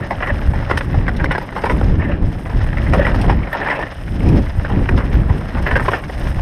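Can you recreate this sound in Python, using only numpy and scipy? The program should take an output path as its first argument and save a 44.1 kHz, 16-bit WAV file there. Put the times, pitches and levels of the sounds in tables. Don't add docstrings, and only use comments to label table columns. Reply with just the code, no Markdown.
import sys
import numpy as np
from scipy import signal
from scipy.fft import rfft, irfft, next_fast_len
from scipy.io import wavfile
from scipy.ndimage import uniform_filter1d

SR = 44100
rng = np.random.default_rng(int(sys.argv[2]) if len(sys.argv) > 2 else 0)


def master_out(mix):
    frames = np.transpose(np.atleast_2d(mix))
    ceiling = np.clip(frames, -1, 1)
    pcm = np.round(ceiling * 32767).astype(np.int16)
    wavfile.write(sys.argv[1], SR, pcm)


N = 282681
TIME = np.arange(N) / SR


def from_db(db):
    return 10 ** (np.asarray(db) / 20)


def rms_one(x):
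    return x / np.sqrt(np.mean(x ** 2) + 1e-20)


def in_time(rows):
    s, *columns = np.transpose(rows)
    return [np.interp(TIME, s, column) for column in columns]


def drift(rate_hz):
    knots = rng.standard_normal(4096)
    return rms_one(np.interp(TIME * rate_hz, np.arange(len(knots)), knots))


def colour(x, points):
    size = next_fast_len(len(x) + 4096)
    size += size % 2
    hz, db = np.transpose(points)
    octave = np.log2(np.maximum(np.fft.rfftfreq(size, 1 / SR), 1))
    outside = np.abs(octave - np.clip(octave, np.log2(hz[0]), np.log2(hz[-1])))
    spectrum_db = np.interp(octave, np.log2(hz), db) - 18 * np.minimum(outside, 3)
    cepstrum = irfft(np.log(from_db(spectrum_db)))
    cepstrum[1:size // 2] *= 2
    cepstrum[size // 2 + 1:] = 0
    return irfft(rfft(x, size) * np.exp(rfft(cepstrum)))[:len(x)]


def resonate(x, hz, width_hz):
    r = np.exp(-np.pi * width_hz / SR)
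    feed = np.array([1, 0, -1]) * (1 - r * r) / 2
    return signal.lfilter(feed, [1, -2 * r * np.cos(2 * np.pi * hz / SR), r * r], x)


def steady(x, span_s):
    size = max(int(span_s * SR), 2)
    power = uniform_filter1d(uniform_filter1d(x * x, size), size)
    return x / np.sqrt(np.abs(power) + 1e-12)


def grains(per_s, spread_db, largest):
    sizes = from_db(spread_db * np.minimum(rng.exponential(1, N), largest))
    sizes = sizes * rng.choice([-1, 1], N)
    return rms_one(sizes * (rng.random(N) < per_s / SR))


def spell(start_s, length_s, attack_s, release_s):
    age = TIME - start_s
    return np.clip(age / attack_s, 0, 1) * np.exp(-np.clip((age - length_s) / release_s, 0, 20))


def clatter(rows, shares, points, t60, crack, rebounds_per_s, ring_db):
    size, lead = 6144, 256
    age, out = np.arange(size) / SR, np.zeros(N + size)
    since = age - lead / SR
    impulse = 1. 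* (age == 0)
    body = rfft(colour(impulse, points), 2 * size)
    for (s, rattle_s, db, ring_hz), share in zip(rows, shares):
        force = np.exp(np.where(since < 0, since / 0.0017, -since / max(rattle_s, .001)))
        contacts = rng.choice([-1, 1], size) * rng.uniform(0.54, 1.8, size)
        contacts = contacts * (rng.random(size) < rebounds_per_s / SR) * force
        contacts[lead] = 1
        ringing = rng.standard_normal(size) * from_db(-60 * age / t60)
        ringing[0] += crack
        struck_part = impulse + from_db(ring_db) * resonate(impulse, ring_hz, width_hz=160)
        knock = rfft(contacts, 2 * size) * rfft(ringing, 2 * size) * rfft(struck_part, 2 * size)
        knock = irfft(knock * body)[:size]
        at = int(s * SR) - lead
        out[at:at + size] += share * from_db(db) * knock / np.sqrt(np.sum(knock ** 2) / (SR / 100))
    return out[:N]


JIGGLE_OVER_ROLL_DB, JIGGLE_SPREAD_DB = 4, 2
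JIGGLE_MEAN_RATTLE_S, JIGGLE_RING_HZ = .005, (800, 2400)


def jiggles(count):
    when, rattle, size, part = rng.random((count, 4)).T
    s = (np.arange(count) + when) / count * (TIME[-1] - .02) + .01
    roll_db = np.interp(s, TIME, in_time(TRAIL)[0])
    db = roll_db + JIGGLE_OVER_ROLL_DB + JIGGLE_SPREAD_DB * (2 * size - 1)
    low, high = JIGGLE_RING_HZ
    return np.transpose([s, JIGGLE_MEAN_RATTLE_S * (.5 + rattle), db, low * (high / low) ** part])


# [t/s, rattle time/s, level before trims/dB, ring of the struck part f/Hz]
KNOCKS = [(.109, 0.012, -14, 800), (.206, 0.005, -27.5, 1730), (.225, 0.018, -15.5, 1800),
          (.272, 0.013, -18, 1750), (.535, 0.016, -22, 780), (.699, 0.032, -15, 1290),
          (.713, 0.0021, -12, 1000), (.7747, .003, -15.5, 1860), (.8087, 0.0068, -19.5, 1660),
          (.944, .007, -21, 580), (1.081, .007, -16.5, 1920), (1.093, .002, -20, 1500),
          (1.199, 0.014, -19, 1540), (1.2432, .002, -15, 1550), (1.257, 0.0046, -22, 2000),
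          (1.31, 0.0064, -14.5, 1460), (1.318, 0.014, -17, 1420), (1.351, 0.011, -15.5, 1600),
          (1.382, 0.0025, -17.5, 785), (1.4143, 0.013, -24.5, 800), (1.4901, .0015, -29, 1890),
          (1.563, 0.027, -16, 900), (1.638, .012, -12, 714), (1.658, .016, -15, 940),
          (1.698, .018, -12, 1030), (1.8134, 0.0015, -19, 746), (2.116, 0.033, -25.5, 2320),
          (2.459, .012, -26.5, 910), (2.496, 0.024, -24.5, 870), (2.7298, 0.0036, -25, 1820),
          (2.7722, 0.0032, -23.5, 2090), (2.867, 0.012, -24.5, 1710), (2.9343, 0.013, -10.5, 1200),
          (2.946, 0.038, -12, 550), (3.018, 0.026, -24, 573), (3.05, 0.022, -14.5, 2000),
          (3.068, .018, -14, 1620), (3.243, .007, -20, 690), (3.28, 0.025, -17.5, 800),
          (3.297, 0.018, -11.5, 850), (3.4726, 0.0061, -25, 1170), (3.549, 0.016, -16.5, 810),
          (3.614, 0.017, -24, 760), (3.7026, 0.023, -14, 1710), (3.791, 0.023, -16.5, 600),
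          (3.826, 0.0071, -24, 1200), (3.9196, .009, -30.5, 1390), (4.467, 0.0043, -31.5, 2000),
          (4.6489, 0.0087, -20, 1570), (4.6983, 0.053, -19, 810), (4.891, 0.0039, -15, 1480),
          (4.9772, 0.028, -17.5, 1210), (5.298, 0.0089, -20.5, 656), (5.5519, 0.032, -21.5, 900),
          (5.6651, 0.026, -13, 1700), (5.711, 0.021, -13.5, 1440), (5.757, .012, -10, 1570),
          (5.765, 0.005, -14, 1580), (5.7973, 0.012, -16.5, 1380), (5.8821, 0.0095, -11, 1050),
          (5.9176, 0.04, -15, 1030), (5.935, 0.017, -13, 1750), (6.0383, .008, -30, 2100),
          (6.0976, 0.0076, -25, 846)]
# [f/Hz, relative level/dB]
THUD_COLOUR = [(200, -12.5), (380, 6), (570, 4.5), (720, 4.5), (1000, 5.5), (1300, -9.5), (1800, -27.5)]
CLACK_COLOUR = [(800, -13.5), (1250, 0.5), (1600, 2), (1950, 3.5), (2400, -7), (2900, -11.5), (3800, -25.5),
                (6000, -46)]
TICK_COLOUR = [(2200, 0.5), (2800, 6), (3800, 0), (5200, -5.5), (7000, -11), (9000, -6), (12000, -19),
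               (15000, -25)]
EVEN_RING_HZ, LEAN_DB_PER_OCTAVE = 1310, 9.5
THUD_DB, CLACK_DB, TICK_DB = -0.3, -0.2, -26.5


def knocks():
    rows = np.vstack([KNOCKS, jiggles(count=40)])
    lean = from_db(LEAN_DB_PER_OCTAVE * np.log2(rows[:, 3] / EVEN_RING_HZ))
    thud_share, clack_share = 1 / np.hypot(1, lean), lean / np.hypot(1, lean)
    thud = clatter(rows, thud_share, THUD_COLOUR, t60=0.027, crack=11.8, rebounds_per_s=560, ring_db=1.5)
    clack = clatter(rows, clack_share, CLACK_COLOUR, t60=0.02, crack=11.8,
                    rebounds_per_s=700, ring_db=3.0)
    tick = clatter(rows, np.ones(len(rows)), TICK_COLOUR, t60=0.024, crack=4,
                   rebounds_per_s=900, ring_db=-3)
    return from_db(THUD_DB) * thud + from_db(CLACK_DB) * clack + from_db(TICK_DB) * tick


# [t/s, level/dB]
STONES = [(.706, -38), (.7747, -26.5), (1.166, -36.5), (1.2432, -35.5), (1.316, -32.5), (1.38, -38),
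          (1.58, -39), (1.654, -36), (2.936, -32.5), (3.092, -41), (3.147, -39), (3.214, -31),
          (3.53, -36.5), (4.286, -33), (4.361, -43), (4.9772, -34.5)]
STONE_RATTLE_S, STONE_RING_HZ = 0.0076, 2000


def stone_cracks():
    rows = [(s, STONE_RATTLE_S, db, STONE_RING_HZ) for s, db in STONES]
    return clatter(rows, np.ones(len(rows)), TICK_COLOUR, t60=0.02, crack=3,
                   rebounds_per_s=1200, ring_db=-6)


# [lowest f/Hz, highest f/Hz]
PEBBLE_PITCH_HZ = (692, 3130)


def pebbles(per_s, spread_db, ring_cycles, count):
    clicks, dealt = grains(per_s, spread_db, largest=1.9), rng.integers(0, count, N)
    pitches = np.geomspace(*PEBBLE_PITCH_HZ, count)
    rings = sum(resonate(clicks * (dealt == k) + 1e-18, hz, hz / ring_cycles) / hz
                for k, hz in enumerate(pitches))
    return rms_one(signal.sosfilt(signal.butter(2, 3200, fs=SR, output="sos"), rings))


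# [t/s, roll level on hard dirt before trims/dB, loose grit level before trims/dB]
TRAIL = [(0, -34.5, -51), (.6, -32, -49.5), (.8, -33, -45.5), (1.05, -34.5, -55.5), (1.48, -36, -51.5),
         (1.7, -32.5, -46.5), (1.96, -37.5, -53), (2.18, -39.5, -60.5), (2.28, -39, -50),
         (2.82, -30.5, -48.5), (3.2, -29.5, -47.5), (3.41, -34.5, -53.5), (3.68, -25, -47.5),
         (3.92, -38, -51), (4.3, -36.5, -46.5), (4.5, -36, -50), (4.9, -33.5, -49.5), (5.55, -33, -49.5),
         (5.87, -27.5, -43.5), (6.05, -40, -48.5), (6.28, -31, -43.5), (6.41, -33.5, -47)]
# [f/Hz, relative level/dB]
ROLL_COLOUR = [(300, -9), (570, 4.5), (750, 3), (1250, -3), (1850, 1.5), (2400, -11.5), (3000, -17),
               (4200, -22), (7000, -60.5)]
GRIT_COLOUR = [(2300, 4), (2900, 9.5), (4000, -1), (5300, -3), (6500, -3), (8000, -26)]
SAND_COLOUR = [(6500, -3), (8600, 2), (11000, -4), (12300, -11), (13200, -5), (15000, -23)]
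SAND_UNDER_GRIT_DB = -7


def tyres():
    roll_db, grit_db = in_time(TRAIL)
    ground, crush = drift(rate_hz=70), drift(rate_hz=110)
    patter = grains(per_s=2500, spread_db=3.0, largest=5.0)
    roll = rms_one(colour(patter, ROLL_COLOUR)) * from_db(-1.17 + 2.0 * ground)
    flicks = from_db(-7.5) * pebbles(per_s=170, spread_db=12.0, ring_cycles=6.5, count=14)
    crunch = grains(per_s=7600, spread_db=7.5, largest=2.65)
    grit = rms_one(colour(crunch, GRIT_COLOUR)) * from_db(3.6 * ground + 1.03 * crush - 0.5)
    spray = grains(per_s=12000, spread_db=6.0, largest=2.7)
    sand = rms_one(colour(spray, SAND_COLOUR)) * from_db(2.25 * crush + 1.5 * drift(rate_hz=57))
    loose = grit + sand * from_db(SAND_UNDER_GRIT_DB)
    return (roll + flicks) * from_db(roll_db) + loose * from_db(grit_db)


# [start t/s, length t/s, level/dB]
FREEHUB = [(.01, 0.032, -32.5), (0.201, 0.11, -25.5), (1.994, .15, -30.5), (2.982, 0.092, -24),
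           (3.526, 0.0089, -18.5), (3.609, .23, -23)]
# [f/Hz, width f/Hz, relative level/dB]
HUB_MODES = [(310, 54, -1), (580, 57, 9), (900, 180, 3.5), (1780, 116, 10), (2050, 120, 0.5),
             (2620, 1000, -7.5)]
HUB_ATTACK_S, HUB_RELEASE_S, HUB_WOBBLE_DB = 0.0058, 0.012, 3


def freehub(clicks_hz, uneven_db):
    teeth = np.floor(np.cumsum(clicks_hz * (1 + .12 * drift(rate_hz=300))) / SR)
    clicks = np.diff(teeth, prepend=0) * from_db(uneven_db * rng.standard_normal(N))
    drive = rms_one(clicks) + rng.standard_normal(N)
    wheel = sum((-1) ** k * from_db(db + 3.4 * drift(rate_hz=55)) * resonate(drive, hz, width_hz)
                for k, (hz, width_hz, db) in enumerate(HUB_MODES))
    wheel = signal.sosfilt(signal.butter(6, 2900, fs=SR, output="sos"), wheel)
    level = sum(from_db(db) * spell(s, length_s, HUB_ATTACK_S, HUB_RELEASE_S)
                for s, length_s, db in FREEHUB)
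    return steady(wheel, span_s=0.035) * level * from_db(HUB_WOBBLE_DB * drift(rate_hz=40))


LANDING_S, HUM_S, HUM_DB, HUM_ATTACK_S, HUM_RELEASE_S = 2.934, 0.19, -31, 0.018, .015
BOTTOM_OUT_S, BOOM_S, BOOM_DB = 2.998, 0.0041, -10


def frame_hum(hz, width_hz):
    hum = from_db(HUM_DB) * spell(LANDING_S, HUM_S, HUM_ATTACK_S, HUM_RELEASE_S)
    boom = from_db(BOOM_DB) / (1 + ((TIME - BOTTOM_OUT_S) / BOOM_S) ** 4)
    mode = steady(resonate(rng.standard_normal(N), hz, width_hz), span_s=0.019)
    return (hum + boom) * mode


# [t/s, peak level/dB]
TINGS = [(.4036, -54), (.925, -53), (1.4233, -50), (3.365, -55), (3.526, -38.5), (5.1368, -47),
         (5.1932, -53), (5.6731, -45), (5.98, -49)]


def rotor(hz, rise_s):
    out = np.zeros(N)
    for (s, db), detune in zip(TINGS, rng.normal(0, .004, len(TINGS))):
        start = int(s * SR)
        age = TIME[:N - start][:4096]
        swell = from_db(db) * age / rise_s * np.exp(1 - age / rise_s)
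        out[start:][:len(age)] += swell * np.sin(2 * np.pi * hz * (1 + detune) * age)
    return out


# [t/s, rumble level before trims/dB, flutter level above 150 Hz before trims/dB]
WIND = [(0, -26.5, -21), (.18, -24, -32.5), (.5, -13, -24), (.8, -22.5, -28.5), (.97, -10.5, -20),
        (1.12, -21.5, -27), (1.29, -14, -19.5), (1.43, -31.5, -32.5), (1.6, -30, -33), (1.69, -16, -20),
        (1.93, -11.5, -23), (2.08, -18.5, -20.5), (2.27, -14, -25.5), (2.42, -30, -32.5), (2.58, -11, -26),
        (2.7, -16, -29.5), (2.95, -14.5, -20.5), (3.2, -15, -22.5), (3.33, -11.5, -21), (3.45, -22, -29),
        (3.6, -33.5, -29), (3.9, -30, -34.5), (4, -22, -35.5), (4.2, -13, -17.5), (4.39, -10, -11.5),
        (4.52, -20.5, -42), (4.62, -16.5, -23), (4.95, -10.5, -19.5), (5.06, -19, -26), (5.18, -10, -23),
        (5.33, -18.5, -23), (5.46, -26, -30.5), (5.66, -13.5, -24), (6.05, -28, -34), (6.41, -10, -28)]
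# [f/Hz, relative level/dB]
WIND_COLOUR = [(20, 0), (40, 6), (90, 0.5), (160, -8.5), (285, -12), (480, -23), (800, -30), (1300, -40.5),
               (2500, -45.5)]
LUMPS_HZ, LUMPS_DB = 16, 2.4


def wind():
    rumble_db, flutter_db = in_time(WIND)
    flow = colour(rng.standard_normal(N), WIND_COLOUR)
    slow = signal.sosfilt(signal.butter(4, 150, "low", fs=SR, output="sos"), flow)
    slow = steady(slow, span_s=0.097)
    fast = signal.sosfilt(signal.butter(4, 150, "high", fs=SR, output="sos"), flow)
    fast = steady(fast * from_db(1.56 * np.abs(slow)), span_s=0.14)
    lumps = from_db(LUMPS_DB * np.minimum(drift(rate_hz=LUMPS_HZ), 1))
    return lumps * (slow * from_db(rumble_db - 1.23) + fast * from_db(flutter_db - 1.02))


# [t/s, peak level/dB, swing f/Hz]
BUFFETS = [(.491, -4.5, 45), (0.98, -3.5, 74), (1.878, -6, 90), (4.591, -4.5, 60), (4.771, -3.5, 90),
           (5.311, -3, 60.3)]


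def buffets():
    out = np.zeros(N)
    for s, db, hz in BUFFETS:
        turn = 2 * np.pi * hz * (TIME - s)
        near = np.abs(turn) < 2 * np.pi
        out[near] += from_db(db) * turn[near] * np.exp((1 - turn[near] ** 2) / 2)
    return out


def scene():
    bike = knocks() + stone_cracks() + freehub(clicks_hz=286.7, uneven_db=4.5)
    bike = bike + frame_hum(hz=573, width_hz=2.9) + rotor(hz=13030, rise_s=0.0037)
    return (bike + tyres() + wind() + buffets())[None]


# [f/Hz, width f/Hz (narrowed for boosts), level/dB]
HOUSING = [(543, 56, 3), (4490, 250, -7), (5200, 640, 10), (7230, 4600, -10.5), (8620, 490, 7.5),
           (9700, 680, -7), (10970, 540, 3)]
CUTOFF_HZ = 15200


def record(dry):
    for hz, width_hz, db in HOUSING:
        if db > 0:
            width_hz = width_hz / from_db(db / 2)
        dry = dry + (from_db(db) - 1) * resonate(dry, hz, width_hz)
    top = 0.85
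    rounded = dry / (1 + (dry / top) ** 6) ** (1 / 6)
    return signal.sosfilt(signal.ellip(10, .2, 80, CUTOFF_HZ, fs=SR, output="sos"), rounded)


dry = scene()
out = record(dry)
master_out(out)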